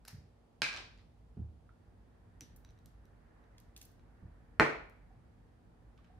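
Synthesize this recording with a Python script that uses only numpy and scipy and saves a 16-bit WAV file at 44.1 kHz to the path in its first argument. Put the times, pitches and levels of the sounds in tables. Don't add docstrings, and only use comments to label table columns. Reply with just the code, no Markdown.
import sys
import numpy as np
from scipy import signal
from scipy.fft import rfft, irfft, next_fast_len
from scipy.io import wavfile
from scipy.ndimage import uniform_filter1d, map_coordinates

SR = 44100
rng = np.random.default_rng(int(sys.argv[2]) if len(sys.argv) > 2 else 0)


def generate_wav(sig):
    pcm = np.round(np.clip(np.atleast_2d(sig).T, -1, 1) * 32767).astype(np.int16)
    wavfile.write(sys.argv[1], SR, pcm)


N = 272979

# (relative, per Hz)
CLICK_COLOUR = [(500, -26), (1400, -2.5), (3100, 4.5), (6000, -1.5), (9000, -9), (13000, -8.5),
                (14500, -22), (15500, -27)]
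# pitch_hz, level_db (relative), t60_s
TABLE_MODES = [(143.5, -24.5, 0.32), (326, -18.5, 0.093), (439, -13.5, 0.12), (675, -25.5, 0.13),
               (875, -18, 0.08), (1420, 10, 0.0046), (1800, -7.5, 0.015), (4210, -17, 0.017),
               (5740, -29, 0.021)]
SNAP_S = .0006


def amp(db):
    return 10 ** (np.asarray(db) / 20)


def unit(x):
    return x / np.sqrt(np.mean(x ** 2) + 1e-20)


def along(points, hz):
    f, v = np.transpose(points)
    return np.interp(np.log(hz + 1), np.log(f + 1), v)


def wobble(rate):
    knots = rng.standard_normal(int(N * rate / SR) + 4)
    return map_coordinates(knots, [np.arange(N) * rate / SR])


def filtered(x, response):
    n = x.shape[-1]
    m = next_fast_len(n + 8192)
    return irfft(rfft(x, m) * response(np.fft.rfftfreq(m, 1 / SR)), m)[..., :n]


def causal(colour, tilt_db):
    def response(hz):
        octaves = np.log2(np.maximum(hz, 1200) / 4000)
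        db = np.maximum(along(colour, hz) + tilt_db * octaves, -90)
        cepstrum = irfft(np.log(amp(db)))
        cepstrum[1:len(hz) - 1] *= 2
        cepstrum[len(hz):] = 0
        return np.exp(rfft(cepstrum))
    return response


def ported(pair, colour):
    # pitch_hz, likeness (correlation)
    likeness = [(60, 0.94), (180, 0.72), (550, 0.15), (1650, 0.071), (4970, 0.01), (15000, 0.16)]

    def mid_side(hz):
        turn = np.arccos(np.clip(along(likeness, hz), -1, 1)) / 2
        return amp(along(colour, hz)) * [np.cos(turn), np.sin(turn)]

    mid, side = filtered(pair, mid_side)
    return np.array([mid + side, mid - side])


def rush(colour, patchy_db=0):
    z = signal.stft(rng.standard_normal((2, N + 512)), nperseg=512)[2]
    patches = uniform_filter1d(rng.standard_normal(z.shape[1:]), size=4, axis=0)
    patches = uniform_filter1d(patches, size=16, axis=1)
    pair = signal.istft(z * amp(patchy_db * unit(patches)), nperseg=512)[1][:, :N]
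    return unit(ported(pair, colour))


def burst(length_s, response):
    u = np.arange(SR // 4) / SR / max(length_s, 1e-5)
    push = rng.standard_normal(len(u)) * np.exp(-u * u)
    spits_db = 3.4 * rng.standard_normal(len(u) // 16 + 1)
    push *= amp(np.repeat(spits_db, 16)[:len(u)])
    push[0] = 0.88
    x = filtered(np.array([push, u == 0]), response)
    x /= np.linalg.norm(x, axis=1)[:, None]
    return x * np.sqrt(1 / np.abs(x[1]).max() ** 2 + length_s * SR / 9)


def ring(modes):
    t = np.arange(SR // 3) / SR
    x = np.zeros(len(t))
    for hz, db, t60 in modes:
        decay_db = db + rng.normal(0, 0.72) - 60 * t / t60
        x += amp(decay_db) * np.sin(2 * np.pi * hz * t)
    x *= 1 - np.exp(-t / .0003)
    return np.array([x, x])


def add(air, s, sound, wet_db, wall_db, pan_db, lag_s=0):
    # pitch_hz, t60_s
    room_decay = [(70, 0.2), (250, 0.47), (1000, 0.48), (4000, 0.49), (8000, .36), (14000, .25)]
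    # delay_s, level_db (relative)
    wall_echoes = [(.0045, -12.5), (.0092, -3.5), (.0125, -9), (.0195, -11), (.0255, -8), (.032, -11)]
    span = SR * 3 // 5
    direct, all_round = sound

    hz, t, z = signal.stft(rng.standard_normal((2, span)), SR, nperseg=256)
    decay = amp(-60 * t / along(room_decay, hz)[:, None])
    tail = signal.istft(z * decay, SR, nperseg=256)[1][:, :span]
    tail = ported(tail, [(20, 0)])
    tail *= 1 - np.exp(-np.arange(span) / SR / .004)
    tail *= amp(wet_db) / np.linalg.norm(tail[0])

    paths = np.zeros((2, span))
    for delay, db in wall_echoes:
        far_delay = delay * rng.uniform(.99, 1.01)
        paths[0, round(delay * SR)] = paths[1, round(far_delay * SR)] = amp(db + wall_db)
    paths = filtered(paths, lambda f: 1 / (1 + 1j * f / 5000))
    paths[0, 0] += amp(pan_db / 2)
    paths[1, round(max(lag_s, 0) * SR)] += amp(-pan_db / 2)

    wet = signal.fftconvolve(direct[None], paths, axes=1)
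    wet = wet + signal.fftconvolve(all_round[None], tail, axes=1)
    start = round(s * SR)
    air[:, start:start + wet.shape[1]] += wet


def rumble():
    # time_s, level_db
    drift = [(0, -65), (0.5, -66), (0.8, -61), (2.2, -61.5), (2.9, -59.5), (3.5, -59.5), (4.7, -58),
             (6.19, -58)]
    # (relative, per Hz)
    colour = [(20, -29.5), (32, -23.5), (42, 2), (54, 4), (75, -7.5), (102, -2.5), (140, -12), (175, -9),
              (205, -17.5), (330, -20.5), (500, -62.5)]
    level_db = np.interp(np.arange(N) / SR, *np.transpose(drift))
    level_db = level_db + 1.5 * wobble(2.5) + .9 * wobble(15)
    return amp(level_db) * rush(colour)


def distant_wash():
    # time_s, level_db
    swell = [(0, -83), (1.6, -85), (2.1, -76), (3.0, -74.5), (3.4, -70.5), (3.8, -76), (4.4, -72),
             (5.2, -74), (5.6, -78), (6.19, -75)]
    # (relative, per Hz)
    colour = [(180, -30.5), (300, -3.5), (487, -9), (565, -6), (624, -12.5), (717, -2.5), (975, -8.5),
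              (1800, -8), (3200, -30.5), (4160, -57.5), (7040, -120)]
    level_db = np.interp(np.arange(N) / SR, *np.transpose(swell)) + 0.78 * wobble(4.2)
    return amp(level_db) * rush(colour, patchy_db=1.0)


def hum():
    # pitch_hz, level_db (mean, rms)
    tones = [(237, -76), (457, -84), (4673, -105), (10293, -108)]
    t = np.arange(N) / SR
    total = np.zeros(N)
    for hz, db in tones:
        level = amp(db + 0.83 * wobble(4.1)) * np.sqrt(2)
        total += level * np.sin(2 * np.pi * hz * t + 0.69 * wobble(27))
    return total


def microphone_hiss():
    # (relative, per Hz)
    colour = [(150, -26), (250, -5.5), (460, -8), (800, -11), (1800, -26.5), (3200, -28.5), (7000, -36.5),
              (10400, -38), (13300, -45.5), (14200, -61), (15500, -58)]
    return amp(-71.5) * rush(colour)


def cap_pull(air):
    # start_s, level_db, length_s
    scrapes = [(0.0512, -46, 0.002), (0.078, -46, 0.01), (0.0816, -40, 0.0036)]
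    # (relative, per Hz)
    colour = [(350, -38.5), (600, -6.5), (1030, -12), (1710, -2.5), (3420, -13), (5010, -3.5),
              (7740, -14.5), (13900, -11.5), (15500, -26)]
    for s, db, length_s in scrapes:
        scrape = amp(db) * burst(length_s, causal(colour, 0))
        add(air, s, scrape, wet_db=-2.5, wall_db=-5.0, pan_db=-1.5)


def arm_thuds(air):
    # start_s, level_db, length_s, dullness_hz, boom_db (relative to the contact)
    contacts = [(0.13, -47.5, 0.14, 150, -6.5), (1.368, -41, 0.017, 199, -11.5),
                (1.393, -41.5, 0.037, 196.5, 1), (2.411, -53, 0.034, 294, -12.5),
                (4.226, -48.5, 0.08, 199, -2.5)]
    # pitch_hz, level_db (relative), t60_s
    frame_modes = [(78, 0.5, .45), (109.5, 0.5, 0.3)]
    for s, db, length_s, dull_hz, boom_db in contacts:
        soft = [(20, -30), (90, 0), (dull_hz, -6), (4 * dull_hz, -36), (15000, -90)]
        thud = amp(db) * burst(length_s, causal(soft, 0))
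        add(air, s, thud, wet_db=-5.5, wall_db=-17, pan_db=-2.5)
        add(air, s, amp(db + boom_db) * ring(frame_modes), wet_db=-9, wall_db=-16, pan_db=-2.5)


def cap_landing(air):
    # start_s, level_db
    landing = (0.6193, -16)
    # (relative, per Hz)
    colour = [(60, -35.5), (130, -9.5), (400, -11.5), (850, -7), (1600, -2), (2000, -3.5), (2400, 0),
              (2900, -7), (5000, -9), (7000, -20), (10300, -29), (13200, -43), (15000, -77)]
    # pitch_hz, level_db (relative), t60_s
    modes = [(1616, -4, .04), (2346, -5.5, 0.075), (2505, -4, .05), (3990, -9, 0.026)]
    flight_s, bounce_db, loss_db = .0225, -31.5, 4

    s, db = landing
    snap = amp(db - 9.5) * burst(SNAP_S, causal(CLICK_COLOUR, -1.5))
    add(air, s, snap, wet_db=-12.5, wall_db=-12.5, pan_db=-5.5, lag_s=.00004)
    add(air, s, amp(db - 21.5) * ring(TABLE_MODES), wet_db=-1.5, wall_db=-6, pan_db=4.0)

    blows = [(s, db, -9)]  # start_s, level_db, ring_db against the crack
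    for k in range(3):
        blows.append((s + flight_s * (k + 1), bounce_db - loss_db * k, -1))
    for at, level_db, ring_db in blows:
        crack = amp(level_db) * burst(0.0014, causal(colour, 2.1))
        add(air, at, crack, wet_db=1.5, wall_db=-12.5, pan_db=-6)
        add(air, at, amp(level_db + ring_db) * ring(modes), wet_db=-2.0, wall_db=-14.0, pan_db=-2)


def cap_rattle(air):
    # start_s, level_db (first contact)
    rocks = [(0.729, -38), (0.763, -36), (0.976, -60)]
    # (relative, per Hz)
    colour = [(100, -29), (400, -2.5), (1500, -3.5), (3200, -4.5), (5000, -5.5), (6500, -14),
              (10000, -28.5), (14000, -43)]
    gap_s, scatter, loss_db = 0.0076, 0.51, 1
    for s, db in rocks:
        for k in range(3):
            at = s + gap_s * (k + scatter * rng.uniform(-1, 1) * (k > 0))
            contact = amp(db - loss_db * k) * burst(0.0024, causal(colour, 0))
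            add(air, at, contact, wet_db=1.5, wall_db=0.0, pan_db=-3.0)


def dull_ticks(air):
    # start_s, level_db, pitch_hz, t60_s
    creaks = [(1.692, -52.5, 1367, 0.017), (5.105, -61.5, 759, 0.061), (5.99, -62, 1148, 0.03),
              (6.1, -62.5, 730, 0.17), (6.14, -62, 756, 0.079)]
    for s, db, hz, t60 in creaks:
        add(air, s, amp(db) * ring([(hz, 0, t60)]), wet_db=-6.5, wall_db=-2.5, pan_db=-9.0)


def pump_ticks(air):
    # start_s, level_db, brightness_db (per octave), tube_db, glass_db (rings relative to the click)
    ticks = [(2.4084, -41.5, 3, -21.5, -11.5), (2.416, -54, -6, -30, -42.5), (2.648, -54.5, -3, -2.5, -23),
             (2.690, -65.5, -8, -0.5, -11), (2.700, -67, -5, -5, -29), (2.706, -63.5, 3, -15, -40),
             (2.777, -67.5, -9.5, -8, -40), (2.789, -67.5, 3, -3, -40), (2.859, -51, 7.5, -16, -37),
             (3.054, -67, 6.5, -2, -39.5), (3.44, -71, -9, -5, -42), (3.995, -64, -9, -9.5, -46),
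             (4.897, -62, 12.5, -34, -43)]
    # pitch_hz, level_db (relative), t60_s
    tube_modes = [(3900, 0, .018), (5900, -3, .018)]
    # pitch_hz, level_db (relative), t60_s
    glass_modes = [(5850, -8, 0.24), (5920, 3, 0.087), (5740, -12, .18), (6060, -16, 0.13)]
    for s, db, bright_db, tube_db, glass_db in ticks:
        click = amp(db) * burst(0.0021, causal(CLICK_COLOUR, bright_db))
        add(air, s, click, wet_db=-5, wall_db=-9, pan_db=-4)
        ringing = amp(tube_db) * ring(tube_modes) + amp(glass_db) * ring(glass_modes)
        add(air, s, amp(db) * ringing, wet_db=-13, wall_db=-8, pan_db=0.0)


def spray_puffs(air):
    # start_s, level_db, brightness_db (per octave), spit_s, gap_s (to the second spit)
    strokes = [(2.562, -50, 12, .006, .006), (3.581, -51.5, -3, .0035, .020),
               (3.764, -44, -1.5, 0.0055, .012), (3.813, -45.5, 0.5, .008, 0.013),
               (3.851, -48, 10.5, .004, .005), (3.916, -63, 10, .004, .004)]
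    # (relative, per Hz)
    colour = [(900, -36), (1700, -12.5), (2800, -6), (6000, -3), (8000, -9), (11500, -8.5), (14200, -11),
              (15600, -16)]
    for s, db, bright_db, length_s, gap_s in strokes:
        for at, level_db, tilt_db in [(s, db, bright_db), (s + gap_s, db - 2.5, bright_db + 8)]:
            spit = amp(level_db) * burst(length_s, causal(colour, tilt_db))
            add(air, at, spit, wet_db=-7, wall_db=-11, pan_db=-2.4, lag_s=.00009)


def bottle_knock(air):
    # start_s, level_db
    blow = (4.598, -17)
    # (relative, per Hz)
    colour = [(40, -52), (75, -37), (125, -9), (310, -5), (440, -3), (650, -3.5), (900, -6), (1420, -9.5),
              (2300, -6), (3100, -23), (4300, -30), (5800, -31.5), (8800, -37.5), (13400, -50.5),
              (15000, -83)]
    s, db = blow
    snap = amp(db - 6) * burst(SNAP_S, causal(CLICK_COLOUR, -4))
    add(air, s, snap, wet_db=-12, wall_db=-7, pan_db=-4)
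    crack = amp(db) * burst(.00005, causal(colour, .3))
    add(air, s, crack, wet_db=10.5, wall_db=2.5, pan_db=4.5)
    add(air, s, amp(db + 6.5) * ring(TABLE_MODES), wet_db=-4.5, wall_db=-2.5, pan_db=-1.2)


def finger_rustle(air):
    # start_s, level_db
    rustles = [(5.976, -65), (6.044, -65.5)]
    for s, db in rustles:
        rustle = amp(db) * burst(0.0094, causal(CLICK_COLOUR, -7))
        add(air, s, rustle, wet_db=1.5, wall_db=-11, pan_db=-8.0)


def scene():
    background = rumble() + distant_wash() + hum() + microphone_hiss()
    background *= amp([[-.6], [.6]])
    air = np.zeros((2, N + 2 * SR))
    for source in (cap_pull, arm_thuds, cap_landing, cap_rattle, dull_ticks,
                   pump_ticks, spray_puffs, bottle_knock, finger_rustle):
        source(air)
    return air[:, :N] + background


def record(dry):
    corner_hz, top_hz = 32, 15700

    def response(hz):
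        ratio = hz / corner_hz
        bass_cut = (1j * ratio) ** 2 / (1 + 1.4j * ratio - ratio ** 2)
        return bass_cut * (hz < top_hz)

    return filtered(dry, response)


dry = scene()
out = record(dry)
generate_wav(out)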